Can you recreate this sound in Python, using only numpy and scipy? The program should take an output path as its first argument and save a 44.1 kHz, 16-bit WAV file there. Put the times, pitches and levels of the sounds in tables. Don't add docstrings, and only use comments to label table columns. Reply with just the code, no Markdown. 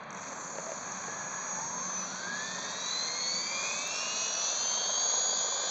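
import sys
import numpy as np
from scipy import signal
from scipy.fft import rfft, irfft, next_fast_len
from scipy.io import wavfile
from scipy.ndimage import uniform_filter1d, map_coordinates

SR = 44100
rng = np.random.default_rng(int(sys.argv[2]) if len(sys.argv) > 2 else 0)


def dump_mix(stems):
    frames = np.atleast_2d(stems).T
    limited = np.clip(frames, -1, 1)
    pcm = np.round(limited * 32767).astype(np.int16)
    wavfile.write(sys.argv[1], SR, pcm)


def makeup_ratio(level_db):
    decades = np.asarray(level_db, float) / 20
    return 10 ** decades


N = 251370
STEP = 32

TEETH = 13
ROTOR = .1
FULL = 250
CHOP_HZ, SAMPLED_HZ = 7813, 16000

# time in seconds, shaft speed in turns per second.
SPIN = [(0, 7.8), (.39, 25.2), (.63, 48.3), (.89, 62.8), (1.58, 66.4), (1.81, 79.9), (2.25, 122.4),
        (2.46, 136.1), (2.6, 139.4), (3.32, 171.1), (3.68, 188.7), (3.99, 211.7), (4.14, 219.2),
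        (4.39, 224.9), (4.7, 242), (4.99, 251.5), (5.27, 258.6), (5.7, 264.7)]
# multiple of the shaft speed, level in dB.
RUNOUT = [(2, -3), (3, -1), (11, -3), (12, 3), (14, -1), (15, 0), (16, 1), (18, 5), (19, 0), (20, -2),
          (21, -6), (22, -6), (23, -4), (25, 1), (27, -4), (28, -4), (29, -1), (31, -4), (32, -4), (33, -5),
          (34, -4), (36, -4), (38, -2), (39, -2), (40, -3)]
# multiple of the shaft speed, level in dB.
TAIL = [(5.775, -1), (6.1, -2), (11.55, 8), (17.33, -8), (23.1, -9)]
# offset in shaft turns, level in dB.
MESH_SIDES = [(-.355, -17), (.355, -18)]
OCTAVE_SIDES = [(-.3, -16), (.3, -17), (-.7, -21), (.7, -19)]
# multiple of the tooth rate, level in dB.
OVERTONES = [(3, -41.5), (4, -49)]
# centre in Hz, width in Hz, level in dB.
GEAR_MODES = [(637, 110, -50), (902, 90, -45), (1080, 220, -44.5), (1652, 240, -40), (2126, 100, -49),
              (2422, 220, -39), (2760, 490, -42.5), (3190, 220, -42), (3420, 260, -47)]
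# centre in Hz, width in Hz, level in dB.
FRAME_MODES = [(1680, 160, -50), (2500, 270, -57), (3530, 120, -50.5), (4046, 290, -36.5),
               (4460, 380, -34.5), (5480, 240, -39.5), (5925, 360, -35), (6265, 260, -34),
               (6625, 390, -30.5)]
# shaft multiple below the chop rate, level in dB.
POLES = [(6, -13), (9, -5), (12, -14), (15, -11), (17, -15), (18, 0), (19, -17), (21, -14), (24, -13),
         (27, -7), (30, -7)]
# time in seconds, whine level in dB.
CURRENT = [(.1, -75), (.3, -52), (.4, -41), (.8, -46.5), (2, -36.5), (2.2, -46), (3, -51), (3.6, -64),
           (4.3, -70)]
# start in seconds, peak in dB.
KICKS = [(0.0352, -43.5), (0.105, -35), (0.128, -33), (0.1463, -33), (0.1664, -36), (0.172, -34.5),
         (0.1814, -34), (0.1929, -37.5), (0.2024, -40.5), (0.2066, -43.5), (0.2137, -41.5), (0.2194, -40.5),
         (0.2304, -36.5), (0.9193, -27)]
# start in seconds, peak in dB, lowest mode in Hz.
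KNOCKS = [
    (0.322, -29.5, 560),
    (0.555, -27.5, 576),
    (0.585, -20, 597),
    (0.667, -27.5, 596),
    (0.693, -26.5, 650),
    (0.719, -22.5, 620),
    (1.039, -29.5, 1106),
    (1.083, -25, 505),
    (1.339, -31.5, 1130),
]
# frequency in Hz, level in dB.
COLOUR = [(50, -49), (120, -25), (185, -17), (330, -16.5), (580, -7), (820, -9.5), (1040, -4),
          (1400, -11), (1650, -7.5), (1900, -13.5), (2440, -12.5), (2800, -21.5),
          (3300, -12), (3750, -13), (4450, -6), (4800, -14), (5500, -17), (5850, -4), (6650, -1),
               (7100, -13), (7600, -21), (7800, -34), (7930, -54), (8400, -60)]
# centre in Hz, width in Hz.
NOTCHES = [(3000, 404), (5200, 450)]
# time in seconds, level in dB.
CLICK = (3.8762, -28)


def clock():
    return np.arange(0, N, STEP) / SR


def gain(db):
    return np.repeat(makeup_ratio(db), STEP)[:N]


def per_sample(blocks):
    return np.interp(np.arange(N) / STEP, np.arange(len(blocks)), blocks)


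def curve(rows):
    s, value = np.transpose(rows)
    return np.interp(clock(), s, value)


def wobble(rate):
    knots = rng.standard_normal(int(N * rate / SR) + 4)
    return map_coordinates(knots, [np.arange(0, N, STEP) * rate / SR])


def unit(x):
    return x / np.sqrt(np.mean(x ** 2) + 1e-20)


def filtered(x, response):
    m = next_fast_len(N + SR // 2)
    return irfft(rfft(x, m) * response(np.fft.rfftfreq(m, 1 / SR)), m)[..., :N]


def colour_db(hz):
    f, db = np.transpose(COLOUR)
    return np.interp(np.log(hz + 1), np.log(f), db)


def swept_db(hz, modes, rest_db):
    power = makeup_ratio(rest_db) ** 2
    for centre, width, db in modes:
        power = power + (makeup_ratio(db) / (1 + (2 * (hz - centre) / width) ** 2)) ** 2
    return 10 * np.log10(power)


def rush(gate, lo_hz, hi_hz):
    def band(hz):
        edges = (1 + (lo_hz / (hz + 1)) ** 8) * (1 + (hz / hi_hz) ** 8)
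        return makeup_ratio(colour_db(hz)) / np.sqrt(edges)
    return unit(filtered(gate * rng.standard_normal(N), band))


def tone(turns, level_db, flutter_db):
    size = np.sqrt(2) * gain(level_db + flutter_db * wobble(22))
    return size * np.sin(2 * np.pi * (turns + rng.random()))


def steady(hz):
    return hz * np.arange(N) / SR


def beat(turns, sharp):
    return np.exp(sharp * np.cos(2 * np.pi * turns))


def shaft():
    inertia_s = .105
    depth, at_s, period_s, span_s = 2.44, .872, .294, .371
    u = clock() - at_s
    hunt = depth * np.cos(2 * np.pi * u / period_s) * np.exp(-(u / span_s) ** 4)
    return uniform_filter1d(curve(SPIN), round(inertia_s * SR / STEP), mode="nearest") + hunt


def traffic():
    def near_db(span_s):
        return -10 * np.log10(1 + ((clock() - 2.05) / span_s) ** 2)
    note = tone(steady(185), -55.5 + 2 * near_db(.95), flutter_db=1.5)
    road_db = -53 + near_db(2.3) + 1.4 * wobble(5.6)
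    return gain(road_db) * rush(1, 20, 252) + note


def skids():
    out, t = np.zeros(N), np.arange(SR // 10) / SR

    def mode(hz, decay_s):
        return np.sin(2 * np.pi * hz * t) * makeup_ratio(-60 * t / decay_s)
    for s, db, hz in KNOCKS:
        ring = mode(hz, .031) + .68 * mode(1.5 * hz, .015) + .5 * mode(3.1 * hz, .0049)
        ring += .18 * mode(2300, .0043)
        out[round(s * SR):][:len(t)] += makeup_ratio(db - 4.5) * ring
        out[round((s + .011) * SR):][:len(t)] += makeup_ratio(db - 11) * ring
    return filtered(out, lambda hz: (1j * hz / (330 + 1j * hz)) ** 2)


def blades(speed, turns):
    swish = beat(2 * ROTOR * turns, sharp=.22) * beat(ROTOR * turns, sharp=.21)
    depth = np.clip(np.gradient(turns) * SR / 255, 0, 1) ** 3
    wake = makeup_ratio(-45) * depth ** 2.3 * rush(swish ** 1.3, 480, 760)
    swish_db = -44 + .29 * np.log2(speed / FULL) + .7 * wobble(7)
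    return gain(swish_db) * rush(swish ** depth, 360, 1540) + wake


def start_kicks():
    kicks, t = np.zeros(N), np.arange(SR // 20) / SR
    for s, db in KICKS:
        kicks[round(s * SR):][:len(t)] += makeup_ratio(db - 5.5 - 60 * t / .021) * (1 - np.exp(-t / .00049))
    return filtered(kicks * rush(1, 4900, 7900), lambda hz: hz > 5200)


def chopper(speed, turns):
    chop, whine_db = steady(CHOP_HZ), curve(CURRENT)
    out = tone(chop, -76, flutter_db=-2) * (np.arange(N) > KICKS[1][0] * SR)
    for k, db in POLES:
        hz = CHOP_HZ - k * speed
        top_db = -44.5 if k < 13 else 0
        level_db = np.minimum(whine_db, top_db) + db + .9 * colour_db(np.abs(hz))
        out += tone(chop - k * turns, level_db - np.clip((5400 - hz) / 50, 0, 10), flutter_db=1.3)
    return out


def motor_can(speed, turns):
    can_db = np.maximum(-35.5 + .06 * (speed - FULL), -43.5)
    can_db -= np.clip(.55 * (speed - 228), 0, 18)
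    can_db += 20 * np.log10(np.clip((clock() - KICKS[1][0]) / .16, .03, 1))
    unsteady_db = .5 * wobble(3) + 1.8 * wobble(8)
    return gain(can_db - 2 + unsteady_db) * rush(beat(turns, sharp=.22), 5300, 7900)


def gear_hiss(speed, turns):
    hiss_db = -37 + np.log2(speed / FULL) - 10 * np.log10(1 + (104 / speed) ** 4.7)
    frame_db = -49 - 1.2 * (speed / FULL) ** 3 + 1.5 * wobble(4.05)
    fizz_db = hiss_db - 20 + np.clip((speed - 130) / 10, -4, 2) + 2 * wobble(12)
    out = gain(frame_db) * rush(beat(turns, sharp=.086), 1100, 2750)
    out += gain(hiss_db - 5 + 1.8 * wobble(9)) * rush(beat(turns, sharp=.1), 3300, 4960)
    return out + gain(fizz_db) * rush(1, 7150, 7900)


def radiated_db(hz, speed):
    def bump(centre_hz, width_hz):
        return np.exp(-((hz - centre_hz) / width_hz) ** 2)
    db = .85 * colour_db(hz) + np.clip(6 * np.log2(hz / 3400), -6, 0) - np.clip((hz - 7000) / 120, 0, 7)
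    db += 4 * bump(2450, 250) - 7 * bump(2930, 130) + 3 * bump(3500, 350) + 3 * bump(4550, 250)
    return db + 3 * bump(6900, 600) * np.clip((245 - speed) / 10, 0, 1)


def shaft_orders(speed, turns):
    strong = dict(RUNOUT)
    faint = [(k, -10) for k in range(2, 43) if k % TEETH and k not in strong]
    out = np.zeros(N)
    for k, db in RUNOUT + faint + TAIL:
        level_db = -42.5 + .08 * (speed - FULL) + db + radiated_db(k * speed, speed) + 1.2 * wobble(3)
        if k < 4:
            level_db += np.clip(.06 * (FULL - speed), 0, 8)
        out += tone(k * turns, level_db, flutter_db=2)
    return out * beat(2 * ROTOR * turns, sharp=.2)


def tooth_mesh(speed, turns):
    idle = np.clip(np.minimum(1.52 - clock(), clock() - .8) / .08 + 1, 0, 1)
    mesh_db = swept_db(TEETH * speed, GEAR_MODES, -61) - 5 * idle
    octave_db = swept_db(2 * TEETH * speed, FRAME_MODES, -66.5)
    slack = np.clip(1.6 - speed / 95, 0, 1)
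    mesh = TEETH * turns + per_sample((.015 + .11 * slack) * wobble(45))

    out = tone(mesh, mesh_db, flutter_db=-.85 + 3.4 * slack)
    out += tone(2 * mesh, octave_db, flutter_db=.1 + 1.5 * slack)
    load_db = .15 * np.clip(speed - 190, 0, None)
    for k, db in MESH_SIDES:
        out += tone(mesh + k * turns, mesh_db + db + load_db, flutter_db=4)
    for k, db in OCTAVE_SIDES:
        out += tone(2 * mesh + k * turns, octave_db + db, flutter_db=3.5)

    out += per_sample(wobble(320)) * tone(mesh, mesh_db - 8, flutter_db=2.5)
    out += per_sample(wobble(320)) * tone(2 * mesh, octave_db - 11.5, flutter_db=1)

    upper, onset_db = np.zeros(N), np.clip(speed - 112, -40, 0)
    for k, db in OVERTONES:
        upper += (.3 + per_sample(wobble(660))) * tone(k * mesh, db + onset_db, flutter_db=2)
    out += filtered(upper, lambda hz: makeup_ratio(.55 * colour_db(hz)) / (1 + (5500 / (hz + 1)) ** 16))
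    folded_db = -61 - np.clip(speed - 222, 0, 30)
    return out + tone(steady(SAMPLED_HZ) - 3 * mesh, folded_db, flutter_db=1.5)


def scene():
    speed = shaft()
    turns = np.cumsum(per_sample(speed)) / SR
    mono = traffic() + skids() + blades(speed, turns)
    mono += start_kicks() + chopper(speed, turns) + motor_can(speed, turns)
    mono += gear_hiss(speed, turns) + shaft_orders(speed, turns) + tooth_mesh(speed, turns)
    return np.array([mono, mono])


def top_cut(x):
    return signal.sosfilt(signal.butter(12, 15900, fs=SR, output="sos"), x)


def record(dry):
    def port(hz):
        response = hz < 7900
        for centre, width in NOTCHES:
            through = centre ** 2 - hz ** 2
            response = response * through / (through + 1j * hz * width)
        return response
    mix = filtered(dry, port)
    mix += tone(steady(SAMPLED_HZ - CHOP_HZ), -103, flutter_db=7.5)
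    click_s, click_db = CLICK
    mix[:, round(click_s * SR)] += makeup_ratio(click_db)
    return top_cut(mix)


dry = scene()
out = record(dry)
dump_mix(out)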